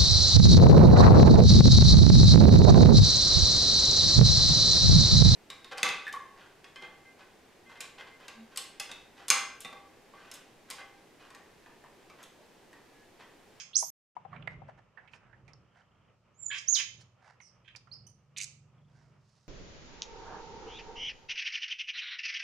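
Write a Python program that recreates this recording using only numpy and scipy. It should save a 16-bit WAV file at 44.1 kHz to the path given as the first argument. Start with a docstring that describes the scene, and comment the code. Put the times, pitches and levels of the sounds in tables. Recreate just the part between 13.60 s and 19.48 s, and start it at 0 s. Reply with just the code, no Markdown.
"""A young macaque screams on a stone terrace, close to the microphones and to the right: its vocal
folds whistle thin squeals, slap irregularly into rasps, then snap in a rattling screech.
On either side other monkeys smack, tap and shuffle over their food. The balustrade echoes the cries
and the stonework rings; an insect trills faintly, leaves hiss, and far off an engine hums in traffic.
The sound cuts out for a quarter of a second at the tail of the first squeal."""
import sys
import numpy as np
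from scipy import signal
from scipy.fft import rfft, irfft, next_fast_len
from scipy.io import wavfile
from scipy.ndimage import uniform_filter1d, map_coordinates

SR = 44100
rng = np.random.default_rng(int(sys.argv[2]) if len(sys.argv) > 2 else 0)


def inscribe(sig):
    """Save sig as 16-bit PCM at rate SR to the path in sys.argv[1].

    A 1-D sig is mono; a 2-D sig holds one channel per row.
    Samples are clipped to [-1, 1] before scaling.
    """
    pcm = np.round(np.clip(np.atleast_2d(sig).T, -1, 1) * 32767)
    wavfile.write(sys.argv[1], SR, pcm.astype(np.int16))


N = 259308
LEAD = SR // 10  # run-in, so a call can be under way at t = 0
T = np.arange(-LEAD, N) / SR

# rasps, close right: t/s, length/s, level/dB, first brightness/dB, last brightness/dB
RASP_CALLS = [(-.06, 0.095, -40.5, 2.5, 4), (.152, 0.063, -37.5, 22.5, 32),
              (2.907, .097, -35.5, -35.5, 10.5), (3.15, .073, -30.5, 20, -13.5),
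              (4.043, 0.038, -62.5, -26, -18), (4.076, 0.022, -51, -21, -26)]
# resonances of the throat, the mouth and the shrill top of a rasp: f/Hz, width/Hz, gain/dB
THROAT_MODES = [(1114, 200, -2.5), (1610, 220, 1), (2421, 1600, 5), (3090, 480, 7)]
MOUTH_MODES = [(5400, 1500, 4.5), (6302, 990, 5.5), (8150, 300, -8.5)]
SHRILL_MODES = [(10920, 680, 3), (13500, 1600, -18)]
# swell of distant traffic: t/s, level/dB
TRAFFIC_SWELL = [(0, -69), (.55, -71.5), (.8, -61), (1.3, -70.5), (3.5, -73.5), (5.88, -75.5)]
# spectra of the traffic, its loss over distance, and the leaves: f/Hz, gain/dB
TRAFFIC_SPECTRUM = [(120, -17), (200, -3.5), (292, -17.5), (427, -14), (602, -10), (659, -14.5),
                    (1040, -15), (1290, -13), (1570, -22), (2650, -23.5), (3060, -22), (7970, -46),
                    (15000, -53)]
DISTANCE_LOSS = [(20, -24), (100, -2.5), (2800, 2), (4200, -14.5), (8000, -28)]
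LEAF_SPECTRUM = [(1000, -20.5), (3500, -1.5), (5500, 1.5), (7500, -5), (10000, -15), (15000, -23.5)]
# far engine: t/s, cycle rate/Hz, hum level/dB, relative rumble level/dB
ENGINE_RUN = [(.55, 26.2, -76, -79.5), (.76, 26.6, -51.5, -59.5), (.97, 26.3, -56.5, -54.5),
              (1.1, 23, -62, -61), (1.35, 19, -84, -72.5), (1.8, 22, -65, -62.5), (2.0, 20.5, -63, -62.5),
              (2.15, 19.5, -73.5, -77), (2.4, 19, -72, -69), (3.2, 19.1, -68, -80.5),
              (3.38, 19.5, -60.5, -63), (3.6, 19.9, -72, -78.5), (4.25, 20.7, -67, -68.5),
              (4.42, 22, -57, -65.5), (4.63, 23.4, -68.5, -72), (4.85, 23.9, -62, -70),
              (5.5, 24.7, -63, -66), (5.88, 21.5, -75.5, -79.5)]
# its orders ahead of the exhaust: multiple of the cycle rate, relative level/dB
HUM_ORDERS = [(4, -5), (5, -2), (6, 0.5), (7, -7), (8, -10), (9, -6.5)]
# its rumble: f/Hz, width/Hz, gain/dB
RUMBLE_MODES = [(53.7, 43, -1.5), (122, 130, 2.5), (197, 480, -9)]
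# long cries, close right: t/s, f/Hz, level/dB, roughness (0 pure, about 1 harsh)
RISING_SQUEAL = [(.132, 3037, -46, 0.63), (.146, 3795, -46, 0.66), (.154, 4880, -32, 1.03),
                 (.1585, 5620, -15.5, 0), (.163, 5870, -26.5, 0), (.168, 6350, -11.5, 0),
                 (.173, 7180, -27.5, 0), (.19, 9200, -37, .4), (.228, 11650, -52, 0.1),
                 (.305, 12070, -48, 0.07)]  # shoots upward
THIN_WHISTLE = [(2.741, 6300, -78, .15), (2.785, 7250, -64.5, .05), (2.8, 7410, -48, 0.01),
                (2.82, 7200, -52.5, 0.11), (2.832, 7290, -35.5, 0.03), (2.855, 7000, -53.5, 0),
                (2.866, 6960, -23.5, 0.03), (2.877, 6950, -58.5, 0.13), (2.887, 7020, -29.5, 0),
                (2.91, 7000, -61, 0.3)]  # swells and dips in level
FULL_SCREAM = [(3.073, 5000, -52, 0.25), (3.087, 6300, -18, 0.03), (3.104, 6870, -24.5, 0.09),
               (3.121, 7000, -32, 0), (3.129, 6720, -15.5, 0), (3.146, 5800, -24.5, 0.3),
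               (3.155, 3920, -25.5, 0.33), (3.172, 3080, -30.5, 0.5), (3.192, 3010, -34, 0),
               (3.212, 1950, -40.5, 0.65)]  # arches, then falls and roughens
# hollow smacks, left: t/s, peak level/dB, f/Hz
FOOD_SMACKS = [(.226, -27.5, 783), (.566, -29.5, 910), (.65, -36.5, 755), (1.018, -41.5, 678),
               (1.087, -39.5, 704)]
# taps and cracks of food, right: t/s, peak level/dB, f/Hz, crisp share/dB, decay/s
FOOD_TAPS = [(0.729, -34.5, 1063, -45, 0.0048), (.762, -43, 2324, -43, 0.0057),
             (.824, -40.5, 2730, -31, 0.0031), (.874, -24.5, 1922, -29.5, .0032),
             (1.189, -54, 800, -31, .004), (1.373, -39, 1700, -48, 0.02), (1.475, -48.5, 2524, -21, 0.014),
             (1.534, -39.5, 2523, -31, 0.0086), (1.728, -47.5, 1667, -40, 0.013),
             (1.879, -48, 2154, -11.5, 0.015), (1.934, -44.5, 5130, -13, .003),
             (3.802, -45.5, 2070, -19, 0.011), (4.15, -39.5, 2370, -23, 0.0032),
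             (4.161, -37.5, 4800, 4.5, 0.0077), (4.272, -52, 1316, -24, 0.0081)]
# hands and feet on gritty stone: centre t/s, length/s, level/dB, crisp share/dB
STONE_SHUFFLES = [(0.749, 0.037, -51, -34), (0.917, 0.04, -60.5, -18), (1.095, 0.024, -56.5, -21),
                  (1.189, 0.016, -58.5, -20), (1.445, 0.048, -63.5, -26), (1.548, 0.033, -60.5, -5.5),
                  (1.67, 0.19, -68.5, -32), (2.185, 0.06, -63, -17.5), (3.414, 0.021, -68, 7),
                  (3.68, 0.073, -59.5, -13.5), (5.403, 0.14, -71.5, -6), (5.766, 0.22, -84.5, 8.5)]
# gritty body and crisp edge of a contact: f/Hz, width/Hz, gain/dB
GRIT_MODES = [(790, 790, 16), (1535, 910, 17), (2470, 480, 2)]
CRISP_MODES = [(5000, 4100, -3), (8600, 1300, -14.5)]
# faint trills, probably an insect: t/s, length/s, f/Hz, level/dB
INSECT_TRILLS = [(1.977, .6, 3080, -83), (5.096, 0.28, 3370, -83)]
# squeaks and yelps, close right: t/s, length/s, first f/Hz, last f/Hz, level/dB, level change/dB,
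# roughness, octave/dB, half lines/dB (the last two at roughness 1)
SQUEAK_CALLS = [(2.902, .056, 1714, 1655, -32.5, -31, 0.2, 8, -26),
                (3.81, 0.086, 6160, 5200, -59, -2, .55, -40, -13.5),
                (4.313, 0.033, 4054, 5605, -45, 2, 0.04, -11, -23.5),
                (4.465, 0.022, 6050, 6080, -45.5, -18.5, 0.44, -15, -5.5)]
# effort through the screech: t/s, relative peak level/dB, brightness/dB
SCREECH_EFFORT = [(4.763, -35.5, -39), (4.774, -28, 6), (4.783, -25, 12), (4.793, -35, -21),
                  (4.804, -23, -1), (4.824, -27, 11.5), (4.845, -28.5, 12)]
# low and high resonances of the mouth with teeth bared: f/Hz, width/Hz, gain/dB
SNARL_LOW_MODES = [(2480, 1200, -1.5), (3520, 1100, -5.5)]
SNARL_HIGH_MODES = [(4870, 1200, 10), (6820, 3060, 12.5), (10300, 2000, -3.5)]
# reflections off balustrade and wall: delay/s, left gain/dB, right gain/dB
STONE_ECHOES = [(.0085, -15.5, -14.5), (0.023, -14, -13.5), (.031, -6, -18)]
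# ring of the terrace: f/Hz, t60/s, relative level/dB
TERRACE_BANDS = [(300, 0.15, 7), (2417, 0.41, 3.5), (5000, 0.37, 3.5), (7400, .38, 1.5), (9500, 0.28, 3.5),
                 (12800, 0.28, -7)]
# shading of the voice at the left microphone: f/Hz, gain/dB
LEFT_MIC_SHADE = [(1500, -10), (3000, -8.5), (5000, -10.5), (6800, -17.5), (8000, -4), (9500, -3),
                  (12000, -1), (15000, 2)]


def undb(db):
    """Decibels to gain."""
    return 10 ** (np.asarray(db) / 20)


def unit(x):
    """Scale to rms 1."""
    return x / np.sqrt(np.mean(x ** 2) + 1e-20)


def peak(x):
    """Scale to peak 1."""
    return x / np.abs(x).max()


def curves(rows):
    """The columns of a table joined by straight lines in time."""
    s, *columns = np.transpose(rows)
    return [np.interp(T, s, column) for column in columns]


def glide(start, length, first, last):
    """A steady move from one value to another through a call."""
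    return np.interp(T, [start, start + length], [first, last])


def envelope(start, length, attack_s, release_s):
    """Soft attack, hold and release."""
    ramp = np.minimum((T - start) / attack_s, (start + length - T) / release_s)
    return np.sin(np.pi / 2 * np.clip(ramp, 0, 1)) ** 2


def noise():
    """White noise."""
    return rng.standard_normal(len(T))


def wander(rate, t=T):
    """Smooth chance that changes about rate times a second."""
    steps = (t - T[0]) * rate
    knots = rng.standard_normal(len(T) // 4)[:int(steps[-1]) + 2]
    return map_coordinates(knots, [steps], order=3, mode="nearest")


def burst(decay_s):
    """A quickly dying puff of noise."""
    t = np.arange(SR // 4) / SR
    return rng.standard_normal(len(t)) * np.exp(-t / decay_s)


def resonate(x, modes):
    """Parallel resonances, each applied three times for dark valleys; the sum has rms 1."""
    out = 0
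    for hz, width, db in modes:
        b, a = signal.iirpeak(hz, hz / width, fs=SR)
        out = out + undb(db) * signal.sosfilt(np.tile(np.r_[b, a], (3, 1)), x + 1e-18)
    return unit(out)


def colour(x, points):
    """Filter by points (f/Hz, gain/dB) joined on a log-frequency axis."""
    hz, db = np.transpose(points)
    size = next_fast_len(len(x))
    bins = np.arange(size // 2 + 1) * SR / size
    gain = undb(np.interp(np.log(bins + 1), np.log(hz), db))
    return irfft(rfft(x, size) * gain, size)[:len(x)]


def place(x, pan_db):
    """Share between the microphones at constant power; positive pan is left."""
    gains = undb(np.array([[pan_db], [-pan_db]]) / 2)
    return x * unit(gains)


def add(track, s, sound):
    """Mix a sound in at time s."""
    i = LEAD + int(s * SR)
    track[..., i:i + sound.shape[-1]] += sound[..., :track.shape[-1] - i]


def rasps(fold_hz=830, jitter=.16, hiss=.49, shrill_db=44, sag_db_per_s=-24.5):
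    """The voice breaks, close by: the folds slap irregularly and ring throat and mouth."""
    cycles = np.cumsum(fold_hz * (1 + jitter * wander(900))) / SR
    slaps = unit(np.diff(np.floor(cycles), prepend=0))
    source = (slaps + hiss * noise()) * undb(3.5 * wander(220))
    low, high, top = (resonate(source, modes) for modes in (THROAT_MODES, MOUTH_MODES, SHRILL_MODES))
    out = 0
    for s, length, db, first_db, last_db in RASP_CALLS:
        bright = undb(glide(s, length, first_db, last_db))
        # opening the mouth moves the power from the low resonances to the high ones
        throat = undb(glide(s, length, db, db + sag_db_per_s * length)) / np.hypot(1, bright)
        # the shrill top only opens at the highest effort
        sound = low + bright * (high + throat ** 2 * undb(shrill_db) * top)
        out = out + envelope(s, length, attack_s=.008, release_s=.017) * throat * sound
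    return out


def open_air(side_db=-7, flicker_db=2.3, leaves_db=-86):
    """A dull wash of distant traffic swells under a steady faint hiss of leaves."""
    mid, side = (unit(colour(colour(noise(), TRAFFIC_SPECTRUM), DISTANCE_LOSS)) for _ in range(2))
    traffic = place(mid, pan_db=-2) + undb(side_db) * np.array([side, -side])
    swell = undb(curves(TRAFFIC_SWELL)[0] + flicker_db * wander(17))
    leaves = np.array([unit(colour(noise(), LEAF_SPECTRUM)) for _ in range(2)])
    return swell * traffic + undb(leaves_db) * leaves


def engine(exhaust_hz=133, fall_db_per_octave=12, waver_db=1.2, rumble_db=.5, side_db=-12):
    """Only rumble and low orders carry from far off; the exhaust favours those near its resonance."""
    cycle_hz, hum_db, low_db = curves(ENGINE_RUN)
    phase = 2 * np.pi * np.cumsum(cycle_hz) / SR
    hum = 0
    for order, db in HUM_ORDERS:
        pipe_db = -fall_db_per_octave * np.abs(np.log2(order * cycle_hz / exhaust_hz))
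        gain = undb(db + pipe_db + waver_db * wander(7.3))
        hum = hum + gain * np.sin(order * phase + rng.uniform(0, 2 * np.pi))
    mid = undb(hum_db) * unit(hum) + undb(low_db + rumble_db) * resonate(noise(), RUMBLE_MODES)
    side = undb(low_db + side_db) * resonate(noise(), RUMBLE_MODES)
    return place(mid, pan_db=-2) + np.array([side, -side])


def folds(gate, hz, db, rough, octave_db, half_db, jitter=.093, shimmer=.55, undertone_db=-4):
    """The folds whistle almost purely; strain shakes pitch and level and adds octave and half lines."""
    out, on = np.zeros(len(T)), gate > 0
    hz, db, rough, t = hz[on], db[on], rough[on], T[on]
    phase = 2 * np.pi * np.cumsum(hz * (1 + jitter * rough * wander(1800, t))) / SR
    half_lines = np.sin(1.5 * phase) + undb(undertone_db) * np.sin(phase / 2)
    strain = undb(octave_db) * np.sin(2 * phase) + undb(half_db) * half_lines
    tone = np.sin(phase) + rough * strain
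    level = uniform_filter1d(undb(db), size=40) * (1 + shimmer * rough * wander(900, t))
    out[on] = np.sqrt(2) * tone * level * gate[on]
    return out


def squeal(cry, octave_db, half_db, fade_s=.00096):
    """One long whistled cry at close range follows its pitch, effort and strain."""
    start, end = cry[0][0], cry[-1][0]
    return folds(envelope(start, end - start, fade_s, fade_s), *curves(cry), octave_db, half_db)


def contact(hz, crisp_db, decay_s, width_ratio, grit_db):
    """A contact rings one damped resonance, with grit in its body and a crisp edge."""
    hit = burst(decay_s)
    ring = resonate(hit, [(hz, min(width_ratio * hz, 1400), 0)])
    grit = undb(grit_db) * resonate(hit, GRIT_MODES)
    edge = undb(crisp_db) * resonate(hit, CRISP_MODES)
    return peak(ring + grit + edge)


def smacks_and_taps():
    """Monkeys feed: hollow smacks left of the microphones, drier taps and cracks to the right."""
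    out = np.zeros((2, len(T)))
    for s, db, hz in FOOD_SMACKS:
        smack = contact(hz, crisp_db=-60, decay_s=.0055, width_ratio=.64, grit_db=-16.5)
        add(out, s, place(undb(db) * smack, pan_db=22.5))
    for s, db, hz, crisp_db, decay_s in FOOD_TAPS:
        tap = contact(hz, crisp_db, decay_s, width_ratio=.37, grit_db=-7)
        add(out, s, place(undb(db) * tap, pan_db=-13.5))
    return out


def shuffles():
    """Right of centre, hands and feet scrape grit over the stone in short grainy swells."""
    grains = noise() * undb(2.5 * wander(300))
    body, crisp = resonate(grains, GRIT_MODES), resonate(grains, CRISP_MODES)
    out = 0
    for s, length, db, crisp_db in STONE_SHUFFLES:
        swell = undb(db) * np.exp(-2 * ((T - s) / length) ** 2)
        out = out + swell * (body + undb(crisp_db) * crisp)
    return place(out, pan_db=-7)


def trills(pulse_hz=30, width_hz=450, fade_s=.15):
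    """A faint insect near the centre: quick pulses drive one narrow resonance."""
    pulses = noise() * np.sin(np.pi * pulse_hz * T) ** 4
    out = 0
    for s, length, hz, db in INSECT_TRILLS:
        ring = resonate(pulses, [(hz, width_hz, 0)])
        out = out + undb(db) * envelope(s, length, fade_s, fade_s) * ring
    return place(out, pan_db=-2)


def squeaks():
    """Each short squeak, close by, is one straight glide of the whistling folds."""
    out = 0
    for s, length, first_hz, last_hz, db, change_db, rough, octave_db, half_db in SQUEAK_CALLS:
        gate = envelope(s, length, attack_s=.0046, release_s=.01)
        hz = glide(s, length, first_hz, last_hz)
        level_db = glide(s, length, db, db + change_db)
        out = out + folds(gate, hz, level_db, np.full(len(T), rough), octave_db, half_db)
    return out


def screech(start_s=4.7628, snap_hz=101.1, count=9, jitter_s=.0003,
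            gain_db=-1, rebound_db=2, settle_db_per_s=-350):
    """Slack folds snap in a rattling run; at first they also rebound halfway between snaps."""
    out = np.zeros(len(T))
    times, peaks_db, brights_db = np.transpose(SCREECH_EFFORT)
    for k in range(2 * count - 1):
        age = k / 2 / snap_hz
        s = start_s + age
        db = np.interp(s, times, peaks_db) + gain_db
        if k % 2:
            db += rebound_db + settle_db_per_s * age
        bright = undb(np.interp(s, times, brights_db))
        snap = burst(decay_s=.0042)
        sound = resonate(snap, SNARL_LOW_MODES) + bright * resonate(snap, SNARL_HIGH_MODES)
        add(out, s + jitter_s * rng.standard_normal(), undb(db) * peak(sound))
    return out


def echoes(x):
    """Single reflections reach the microphones from the nearest stone faces."""
    return sum(undb([[left_db], [right_db]]) * np.interp(T - delay, T, x)
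               for delay, left_db, right_db in STONE_ECHOES)


def terrace(x, build_s=.0023):
    """Diffuse ring of the stonework, different at each microphone; each band dies at its own rate."""
    t = np.arange(SR * 3 // 5) / SR
    hz, t60s, db = np.transpose(TERRACE_BANDS)
    bins = np.arange(len(t) // 2 + 1) * SR / len(t)
    spectrum = rfft(rng.standard_normal((2, len(t))))
    tail = 0
    for gains, t60 in zip(np.diag(undb(db)), t60s):
        band = irfft(spectrum * np.interp(bins, hz, gains), len(t))
        tail = tail + band * undb(-60 * t / t60)
    tail = unit(tail * (1 - np.exp(-t / build_s))) / np.sqrt(len(t))
    return signal.fftconvolve(x[None], tail, axes=1)[:, :len(T)]


def scene(voice_ring_db=-5, screech_ring_db=-11, feeding_ring_db=-12):
    """A microphone pair on the terrace: the macaque close on the right, feeding on both sides."""
    voice = squeal(RISING_SQUEAL, octave_db=-58.5, half_db=-44.5)
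    voice += squeal(THIN_WHISTLE, octave_db=-24, half_db=-33)
    voice += squeal(FULL_SCREAM, octave_db=-17, half_db=-33)
    voice += squeaks() + rasps()
    left, right = voice + echoes(voice) + undb(voice_ring_db) * place(terrace(voice), pan_db=3)
    left = np.roll(colour(left, LEFT_MIC_SHADE), 1)  # the far microphone is reached a sample later
    snaps = screech()
    rattle = place(snaps + undb(screech_ring_db) * terrace(snaps), pan_db=-6)
    feeding = smacks_and_taps() + shuffles()
    feeding += undb(feeding_ring_db) * terrace(feeding.mean(axis=0))
    mix = np.array([left, right]) + rattle + feeding + trills() + engine() + open_air()
    return mix[:, LEAD:]


def record(dry, cut_start_s=.303, cut_end_s=.553, top_hz=15300):
    """Both channels cut out briefly, and the highest treble is filtered off."""
    t = T[LEAD:]
    live = uniform_filter1d(1. * ((t < cut_start_s) | (t > cut_end_s)), size=64)
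    lowpass = signal.ellip(8, .2, 80, top_hz, fs=SR, output="sos")
    return signal.sosfilt(lowpass, dry * live)


dry = scene()
out = record(dry)
inscribe(out)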